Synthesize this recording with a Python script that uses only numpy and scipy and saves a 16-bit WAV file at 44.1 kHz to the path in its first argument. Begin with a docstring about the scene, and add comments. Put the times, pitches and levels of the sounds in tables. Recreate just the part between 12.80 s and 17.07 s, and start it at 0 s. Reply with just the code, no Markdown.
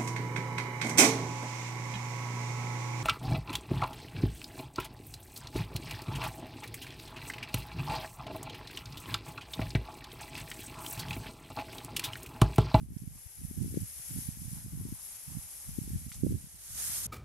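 """A forkful of dry hay is dragged from a stack, swung round and dropped close by in an open field.
The rustle is filtered noise and countless random snaps; bursts of the same crackle make stalks crunch.
A thick stalk cracks, a click with a noisy tail, and bands of crackle make dull, low swells in the rustle.
Short gusts buffet the two microphone ports: trains of eddy pulses, with single low pops in one port only.
A faint steady wash of noise is the open country."""
import sys
import numpy as np
from scipy import signal
from scipy.fft import rfft, irfft
from scipy.io import wavfile

SR = 44100
rng = np.random.default_rng(int(sys.argv[2]) if len(sys.argv) > 2 else 0)


def output_pcm(signal):
    """Save a mono or channel-first signal as 16-bit PCM at the path in sys.argv[1].

    Samples are clipped to [-1, 1] before scaling.
    """
    pcm = np.clip(np.atleast_2d(signal).T, -1, 1) * 32767
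    wavfile.write(sys.argv[1], SR, np.round(pcm).astype(np.int16))


N = 188174
TIME, FREQ = np.arange(N) / SR, np.fft.rfftfreq(N, 1 / SR)  # s, Hz
HALF_EACH_WAY = np.array([[.5], [-.5]])  # splits a left-minus-right difference between the ports


def amp(db):
    """Decibel law: level to amplitude gain."""
    return 10 ** (np.asarray(db) / 20)


def unit(x):
    """Normalisation by mean power: rms 1."""
    return x / np.sqrt(np.mean(x ** 2) + 1e-20)


def curves(rows):
    """Linear interpolation in time of a table's columns."""
    s, *columns = np.transpose(rows)
    return np.array([np.interp(TIME, s, column) for column in columns])


def spectra(rows):
    """Linear interpolation in log frequency of a table's columns."""
    hz, *columns = np.transpose(rows)
    return np.array([np.interp(np.log(FREQ + 1), np.log(hz), column) for column in columns])


def colour(x, gain):
    """Linear filtering: each frequency is multiplied by its gain."""
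    return irfft(rfft(x) * gain, N)


def below(hz, order):
    """Butterworth low-pass magnitude."""
    return 1 / np.sqrt(1 + (FREQ / hz) ** (2 * order))


def bell(centre_hz, octaves):
    """Gaussian resonance curve on an octave scale."""
    return np.exp(-.5 * (np.log2((FREQ + 1) / centre_hz) / octaves) ** 2)


def band_rms(x, low_hz, high_hz):
    """Band level: the deviation of the two ports' mean within a band."""
    return np.std(colour(x.mean(0), (FREQ > low_hz) & (FREQ < high_hz)))


def wander(hz):
    """Slow random fluctuation: low-passed noise of rms 1."""
    return unit(colour(rng.standard_normal(N), below(hz, order=2)))


# Likeness of diffuse sound in the two ports
# columns: frequency_hz, likeness (0-1)
LIKENESS = [(400, 0.13), (1400, 0.82), (2500, 0.9), (4000, 0.28), (15000, 0.06)]


def two_ports(pair):
    """Spatial coherence: sharing sound between the ports makes them as alike as the table says."""
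    angle = np.arcsin(np.clip(spectra(LIKENESS)[0], 0, 1)) / 2
    return colour(pair, np.cos(angle)) + colour(pair[::-1], np.sin(angle))


def stalks(snaps_per_s, spread_db, snap_share, clump_db):
    """Stick-slip friction: unequal snaps over sliding hiss, in clumps as tangles let go."""
    sizes = amp(spread_db * np.minimum(rng.exponential(1, N), 5))
    signs = rng.choice([-1, 1], N)
    snaps = sizes * signs * (rng.random(N) < snaps_per_s / SR)
    # a snap reaches the second port a little early or late, by where its stalk lies
    shift = rng.integers(-12, 13, N)  # samples
    other = np.bincount((np.arange(N) + shift) % N, snaps, N)
    hiss = rng.standard_normal((2, N))
    # snap_share is a share of the power
    pair = np.sqrt(snap_share) * unit(np.array([snaps, other])) + np.sqrt(1 - snap_share) * hiss
    return pair * amp(clump_db * wander(27))


def straws(flicks_per_s, spread_db, decay_s, octaves=0.31, count=14):
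    """Impulsive release: single straws flick free, each a scratch at its own pitch and place."""
    t = np.arange(2048) / SR
    hz_axis = np.fft.rfftfreq(len(t), 1 / SR) + 1
    out = np.zeros((2, N))
    for hz in np.linspace(1300, 11500, count):
        sizes = amp(spread_db * np.minimum(rng.exponential(1, N), 3))
        flicks = sizes * (rng.random(N) < flicks_per_s / count / SR)
        place = rng.uniform(0, np.pi / 2, N)
        placed = flicks * np.array([np.cos(place), np.sin(place)])
        tone = np.exp(-.5 * (np.log2(hz_axis / hz) / octaves) ** 2)
        grit = irfft(rfft(rng.standard_normal((2, len(t)))) * tone)
        # each pitch dies out at its own multiple of decay_s
        scratch = unit(grit * np.exp(-t / (decay_s * rng.uniform(0.37, 4))))
        out += signal.oaconvolve(placed, scratch, axes=1)[:, :N]
    return unit(out)


def grain(x, depth_db, swell_hz=70, count=12):
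    """Independent band modulation: each band of the rustle swells at random, which gives a rough grain."""
    centres_hz = np.linspace(1000, 12000, count)
    bands = [np.interp(FREQ, centres_hz, row) for row in np.eye(count)]
    return sum(colour(x, band) * amp(depth_db * wander(swell_hz)) for band in bands)


# Level of the rustle through drag, lift and drop, with a short dip during the strongest gust;
# surges and offsets are added later
# columns: time_s, rustle_level_db
HAY = [(0.03, -62.5), (0.07, -67.5), (0.18, -58), (0.33, -57.5), (0.38, -53.5), (0.72, -52), (1.31, -46),
       (1.44, -45), (1.53, -49.5), (1.79, -49), (1.87, -53), (1.97, -53), (2.26, -48), (2.34, -47.5),
       (2.43, -49), (2.85, -48), (3.39, -52), (3.425, -54), (3.46, -52), (3.76, -54.5), (3.93, -46.5),
       (3.99, -39), (4.04, -38.5), (4.1, -38.5), (4.155, -37), (4.21, -41), (4.27, -40.5)]
# Where the load is
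# columns: time_s, left_minus_right_db
PAN = [(0.0, -2.5), (2.0, -3), (3.6, -4.5), (4.26, -1)]


def heap(table, snaps_per_s, left_lag_s, rustle_db, body_db, straw_db, surge_db, grain_db,
         split_hz=3800, body_follow=0.86, usual_db=-50):
    """Two-band radiation: fine stalks rustle brightly, the bulk swishes dully, on one level curve."""
    level = curves(HAY)[0] + surge_db * wander(2.2)
    scratches = amp(straw_db) * straws(flicks_per_s=snaps_per_s / 10, spread_db=3.5, decay_s=0.0027)
    fine_stalks = stalks(snaps_per_s, spread_db=2.5, snap_share=0.16, clump_db=-0.93)
    coarse_stalks = stalks(snaps_per_s / 2, spread_db=2.0, snap_share=0.48, clump_db=0.5)
    fine = two_ports(fine_stalks + scratches)
    coarse = two_ports(coarse_stalks + scratches / 2)
    # sound from one side reaches the left port late
    delay = np.exp(-2j * np.pi * FREQ * np.array([[left_lag_s], [0]]))
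    above_rumble = np.sqrt(1 - below(180, order=2) ** 2)
    tone = amp(spectra(table)) * above_rumble * delay
    low = below(split_hz, order=4)
    rustle = colour(grain(fine, grain_db), tone * np.sqrt(1 - low ** 2))
    body = colour(coarse, tone * low)
    rustle = rustle / band_rms(rustle, 5000, 12000)
    body = body / band_rms(body, 800, 3000)
    side = amp(HALF_EACH_WAY * curves(PAN)[0])
    # the body rises and falls less than the rustle
    body_level = usual_db + body_follow * (level - usual_db) + body_db
    return amp(level + rustle_db) * side * rustle + amp(body_level) * body


# Relative spectrum of hay at the stack, as each port hears it
# columns: frequency_hz, left_db, right_db
AT_STACK = [(507, -26, -21), (840, -22, -16), (1080, -26.5, -25), (2210, -15.5, -16), (2750, -18.5, -20),
            (3460, -24, -20), (4270, -37, -22), (5040, -16, -19), (6700, -15.5, -16.5), (8600, -23.5, -12),
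            (9490, -8, -12), (10900, 1, -14), (11940, -1.5, -17.5), (12300, -22, -47), (14800, -19, -72),
            (16000, -26, -64)]
# Relative spectrum of hay landing close by, as each port hears it
# columns: frequency_hz, left_db, right_db
CLOSE_BY = [(400, -24.5, -22.5), (1120, -21.5, -20), (1690, -16, -17), (2650, -19.5, -18.5),
            (3000, -20, -12.5), (3400, -25, -12), (4420, -11, -10), (6400, 0.5, -2.5), (7300, -6, -1),
            (7900, -6, -1), (9160, 0, 3), (11550, 1.5, -4), (11940, 8.5, 8), (12200, -7.5, -47),
            (14700, -8, -72), (15900, -19, -53)]
# The swing toward the listener
# columns: time_s, nearness (0-1)
SWING = [(3.25, 0.13), (3.42, 0.07), (3.75, 0.43), (3.98, 0.75)]


def hay():
    """Equal-power crossfade: rustle passes from the stack to the near load, where more stalks move."""
    near = np.clip(curves(SWING)[0], 0, 1)
    dragged = heap(AT_STACK, snaps_per_s=5000, left_lag_s=0, rustle_db=0.5, body_db=-19.0,
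                   straw_db=-12.5, surge_db=0.3, grain_db=0.7)
    landing = heap(CLOSE_BY, snaps_per_s=11000, left_lag_s=.00009, rustle_db=0.0, body_db=-15.5,
                   straw_db=-8, surge_db=0.5, grain_db=0.7)
    return np.sqrt(1 - near) * dragged + np.sqrt(near) * landing


# Relative spectrum of the still air over the field
# columns: frequency_hz, density_db
FIELD = [(20, 3), (60, 6.5), (150, -3), (400, -5), (900, -14), (2500, -18.5), (8000, -23.5), (15000, -44)]
FIELD_DB = -70  # rms level


def field():
    """Diffuse ambient noise: the faint steady wash of open country."""
    noise = two_ports(rng.standard_normal((2, N)))
    return amp(FIELD_DB) * unit(colour(noise, amp(spectra(FIELD))))


BREEZE_DB, BREEZE_SWAY_DB = -72.5, 2  # the air between gusts, before the lift in wind()
GUST_RISE_S, GUST_FALL_S = 0.011, 0.015  # time constants of amplitude
# Gusts on the microphone ports, before the lift in wind()
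# columns: start_s, length_s, left_level_db, right_level_db
GUSTS = [(0.005, 0.13, -50, -48), (0.204, 0.17, -54.5, -53), (0.586, 0.16, -54.5, -49),
         (0.775, 0.096, -46.5, -38), (0.902, 0.07, -41.5, -44), (1.006, 0.031, -45, -40),
         (1.07, 0.04, -67, -61), (1.173, 0.032, -60, -58.5), (1.305, 0.083, -49, -43),
         (1.394, 0.15, -56, -49), (1.597, 0.089, -59, -46.5), (1.719, 0.058, -50, -47),
         (1.788, 0.15, -52.5, -54), (1.848, 0.024, -54, -46), (1.937, 0.097, -43, -42.5),
         (2.054, 0.088, -52, -44.5), (2.481, 0.11, -65, -46.5), (2.605, 0.055, -82, -58.5),
         (2.847, 0.037, -74, -55), (2.88, 0.113, -50.5, -49), (3.018, 0.08, -49, -48),
         (3.104, 0.072, -41.5, -41), (3.189, 0.088, -51, -48.5), (3.364, 0.054, -47.5, -46),
         (3.44, 0.12, -39.5, -34), (3.574, 0.075, -55, -53.5), (3.738, 0.017, -68, -56),
         (3.9, 0.43, -58.5, -56)]


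def gusts():
    """Power addition: gusts swell out of the breeze, hold and trail off; level at each port in dB."""
    sway = np.array([wander(15), wander(6.6)])
    power = amp(BREEZE_DB + BREEZE_SWAY_DB * sway) ** 2
    for start, length, left_db, right_db in GUSTS:
        rise = np.minimum(TIME - start, 0) / GUST_RISE_S
        fall = np.maximum(TIME - start - length, 0) / GUST_FALL_S
        power = power + (amp([[left_db], [right_db]]) * np.exp(rise - fall)) ** 2
    return 10 * np.log10(power)


def eddy(t, hz, roundness=4.28, lean=0.41):
    """Vortex pressure: a push between two dips, the wake sucking harder than the front."""
    passage_s = (2 * roundness + 1) / (4 * np.pi * hz)
    t = t - lean / (2 * np.pi * hz)
    # lean is a phase in radians that makes the dips unequal
    return (np.exp(1j * lean) / (1 - 1j * t / passage_s) ** (roundness + 1)).real


def turbulence(pitch_hz, eddies_per_s, spread_db, count=7):
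    """Superposed vortices: eddies of many sizes, pitched around pitch_hz, follow at uneven gaps."""
    t = np.arange(-2048, 2048) / SR
    pace = eddies_per_s * amp(5 * wander(40))
    # an eddy arrives each time the running count passes a whole number
    arrives = np.diff(np.floor(np.cumsum(pace) / SR), prepend=0)
    train = arrives * amp(spread_db * np.minimum(rng.exponential(1, N), 2))
    size = rng.integers(0, count, N)
    flutter = np.zeros(N)
    for k, hz in enumerate(pitch_hz * np.geomspace(.52, 1.35, count)):
        flutter += signal.oaconvolve(train * (size == k), eddy(t, hz, roundness=7.15), "same")
    return unit(flutter)


def steadied(x, hz):
    """Envelope division: evens out level changes slower than hz and leaves the flutter; rms 1."""
    power = colour(x ** 2, np.exp(-(FREQ / hz) ** 2))
    return unit(x / np.sqrt(abs(power) + power.mean() / 20))


# Single eddies that pop out of the flutter; levels are before the low-pass in wind()
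# columns: time_s, peak_level_db, pitch_hz, port (0 left, 1 right)
EDDIES = [(0.017, -29, 146, 1), (0.031, -28, 158, 1), (0.106, -34, 167, 0), (0.1226, -34, 175, 1),
          (0.1675, -23.5, 154, 1), (0.222, -29.5, 152, 1), (0.2376, -34, 188, 0), (0.277, -26.5, 142, 1),
          (0.358, -37, 138, 1), (0.4646, -37, 85, 0), (0.638, -30.5, 121.3, 1), (0.651, -25.5, 126, 1),
          (0.7126, -27.5, 193, 0), (0.777, -25, 175, 1), (0.788, -26.5, 153, 1), (0.8121, -21, 159, 1),
          (0.8201, -20.5, 164, 1), (0.846, -27.5, 226, 0), (0.861, -24, 187, 0), (0.8801, -35, 171, 1),
          (0.9131, -39, 230, 0), (0.925, -32, 210, 0), (0.9612, -30, 228, 0), (0.943, -25, 266.6, 0),
          (0.9734, -16.5, 265, 0), (0.9793, -23.5, 185, 1), (1.021, -29, 153, 1), (1.032, -26.5, 141, 1),
          (1.3611, -29, 170, 1), (1.377, -28.5, 156.4, 1), (1.3884, -24.5, 170, 1), (1.4894, -21, 144, 1),
          (1.5733, -34.5, 158, 0), (1.62, -32, 132.1, 1), (1.656, -30, 135, 1), (1.681, -28, 129, 1),
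          (1.7161, -33.5, 146, 1), (1.7321, -26, 132, 1), (1.771, -32, 126, 1), (1.8634, -32.5, 194, 0),
          (1.882, -31.5, 132, 1), (1.953, -31, 139, 1), (1.9757, -32.5, 180, 1), (2.001, -29, 149, 0),
          (2.0125, -31, 202, 0), (2.0537, -26, 199, 0), (2.0674, -34, 190, 0), (2.126, -25, 177, 0),
          (2.518, -32, 138, 1), (2.553, -32, 150, 1), (2.571, -24.5, 150, 1), (2.586, -32, 138, 1),
          (2.893, -31, 134, 0), (2.9875, -18.5, 207, 0), (3.0176, -25, 132, 1), (3.078, -30.5, 220, 1),
          (3.135, -23.5, 144, 1), (3.1473, -28.5, 166, 1), (3.1591, -19.5, 131, 0), (3.2662, -30, 156, 1),
          (3.2837, -35, 147, 1), (3.317, -37.5, 137, 1), (3.4363, -12, 223, 1), (3.4477, -16.5, 216, 1),
          (3.4645, -23, 292, 1), (3.468, -17, 284, 1), (3.4776, -28, 183, 0), (3.497, -28, 176, 0),
          (3.5084, -21.5, 197, 0), (3.5234, -21.5, 234, 1), (3.531, -27, 190, 1), (3.5453, -27, 212, 1),
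          (3.553, -27, 199, 1), (3.643, -36, 131, 0), (3.671, -41, 146, 1), (3.745, -47, 150, 1),
          (3.956, -41, 144, 1), (4.052, -45, 145, 1), (4.0977, -38.5, 144, 0), (4.26, -34, 159, 0)]


def pops():
    """Near-field pressure: a vortex crossing one port is not heard in the other."""
    out = np.zeros((2, N))
    for s, db, hz, port in EDDIES:
        passing = abs(TIME - s) < 4 / hz
        out[int(port > .5), passing] += amp(db) * eddy(TIME[passing] - s, hz)
    return out


def wind(gust_db=2.5, calm_db=-60, brisk_db=-33, rumble_db=-14, rumble_lead=0.43):
    """Local turbulence at each port: faster air makes quicker, higher eddies; slow air mostly rumbles."""
    out = np.zeros((2, N))
    for port, level in enumerate(gusts()):
        speed = np.clip((level - calm_db) / (brisk_db - calm_db), 0, 1)
        slow = turbulence(pitch_hz=114.4, eddies_per_s=80, spread_db=2.5)
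        fast = turbulence(pitch_hz=166.0, eddies_per_s=110, spread_db=7.0)
        flutter = steadied(np.sqrt(1 - speed) * slow + np.sqrt(speed) * fast, hz=6.8)
        rumble_band = below(78, order=3) * (1 - below(33, order=2))
        rumble = unit(colour(rng.standard_normal(N), rumble_band))
        # the rumble gains on the flutter as the air slackens
        rumble_gain = amp(rumble_db - rumble_lead * (level - brisk_db))
        out[port] = amp(level + gust_db) * (flutter + rumble_gain * rumble)
    return colour(out + pops(), below(1300, order=4))


# Thick stalks crunching; the onset, the decay and a fixed gain of root 2 act on the level
# columns: start_s, level_db, centre_hz, width_octaves, decay_s, left_minus_right_db
CRUNCHES = [(0.178, -60, 6500, 0.33, 0.0067, 0), (0.222, -66, 6000, 0.5, 0.004, -6),
            (0.553, -49, 9980, 0.3, 0.003, 5), (0.945, -54, 2400, 1.6, 0.005, -2),
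            (2.012, -48, 11500, 0.07, 0.012, 14.5), (3.217, -63, 5530, 1.0, 0.005, -2),
            (3.322, -58.5, 2900, 0.6, 0.026, -1), (3.323, -53, 7500, 0.6, 0.04, 0),
            (3.3425, -51, 6800, 0.3, 0.007, -2), (3.945, -53.5, 7000, 0.67, 0.02, 0),
            (3.975, -48, 7000, 0.4, 0.026, 2)]


def crunches(rise_s=0.00046):
    """Brittle failure: a bunch of stalks gives way at once and the crackle decays exponentially."""
    crackle = two_ports(stalks(snaps_per_s=6000, spread_db=0.0, snap_share=0.8, clump_db=-0.5))
    out = np.zeros((2, N))
    for start, db, hz, octaves, decay_s, pan in CRUNCHES:
        age = np.maximum(TIME - start, 0)
        burst = unit(colour(crackle, bell(hz, octaves) * below(10700, order=16)))
        envelope = (1 - np.exp(-age / rise_s)) * np.exp(-age / decay_s)
        out += amp(db + pan * HALF_EACH_WAY) * burst * envelope * np.sqrt(2)
    return out


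# Dull, low swells in the hay's rustle
# columns: peak_s, level_db, centre_hz, half_length_s
SWELLS = [(0.369, -75, 900, 0.03), (0.462, -76, 2130, 0.042), (1.768, -69, 874, 0.02),
          (2.153, -72, 950, 0.31), (2.55, -72.5, 910, 0.049), (2.752, -75.5, 950, 0.13),
          (3.354, -68, 960, 0.018), (4.09, -60.5, 1590, 0.076)]
SWELL_OCTAVES = 0.51  # width of the bell


def dull_swells():
    """Amplitude modulation of band-limited crackle: it swells and fades on a Gaussian curve."""
    crackle = two_ports(stalks(snaps_per_s=1500, spread_db=2.5, snap_share=0.58, clump_db=2.0))
    out = np.zeros((2, N))
    for peak, db, hz, half_s in SWELLS:
        swell = np.exp(-.5 * ((TIME - peak) / half_s) ** 2)
        out += amp(db) * unit(colour(crackle, bell(hz, SWELL_OCTAVES))) * swell
    return out


# One thick stalk breaks as the load swings round; levels are before the band-pass and pan in snap()
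# columns: start_s, crack_peak_db, splinters_level_db, left_minus_right_db
SNAP = (3.3185, -30.5, -43.5, -4)


def snap(crack_s=0.00012, splinter_s=0.0022, lowest_hz=1120, splinter_hz=2400):
    """Sudden stress release: a dry crack, then a few milliseconds of duller splintering."""
    start, crack_db, splinter_db, pan = SNAP
    age, broken = np.maximum(TIME - start, 0), TIME >= start
    crack = -amp(crack_db) * np.exp(-age / crack_s)
    dull_noise = unit(colour(rng.standard_normal((2, N)), below(splinter_hz, order=3)))
    splinters = amp(splinter_db) * dull_noise * np.exp(-age / splinter_s)
    thin = (1 - below(lowest_hz, order=6) ** 2) * below(12000, order=16)
    return amp(pan * HALF_EACH_WAY) * colour(broken * (crack + two_ports(splinters)), thin)


def scene():
    """Superposition in the open air: the sources add, with no echo."""
    return hay() + field() + wind() + crunches() + dull_swells() + snap()


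EDGE_HZ = 15700  # upper band limit


def record(dry):
    """Band limiting: a linear-phase low-pass at the upper edge."""
    low_pass = signal.firwin(511, EDGE_HZ, window=("kaiser", 9), fs=SR)
    return signal.oaconvolve(dry, low_pass[None], "same")


dry = scene()
out = record(dry)
output_pcm(out)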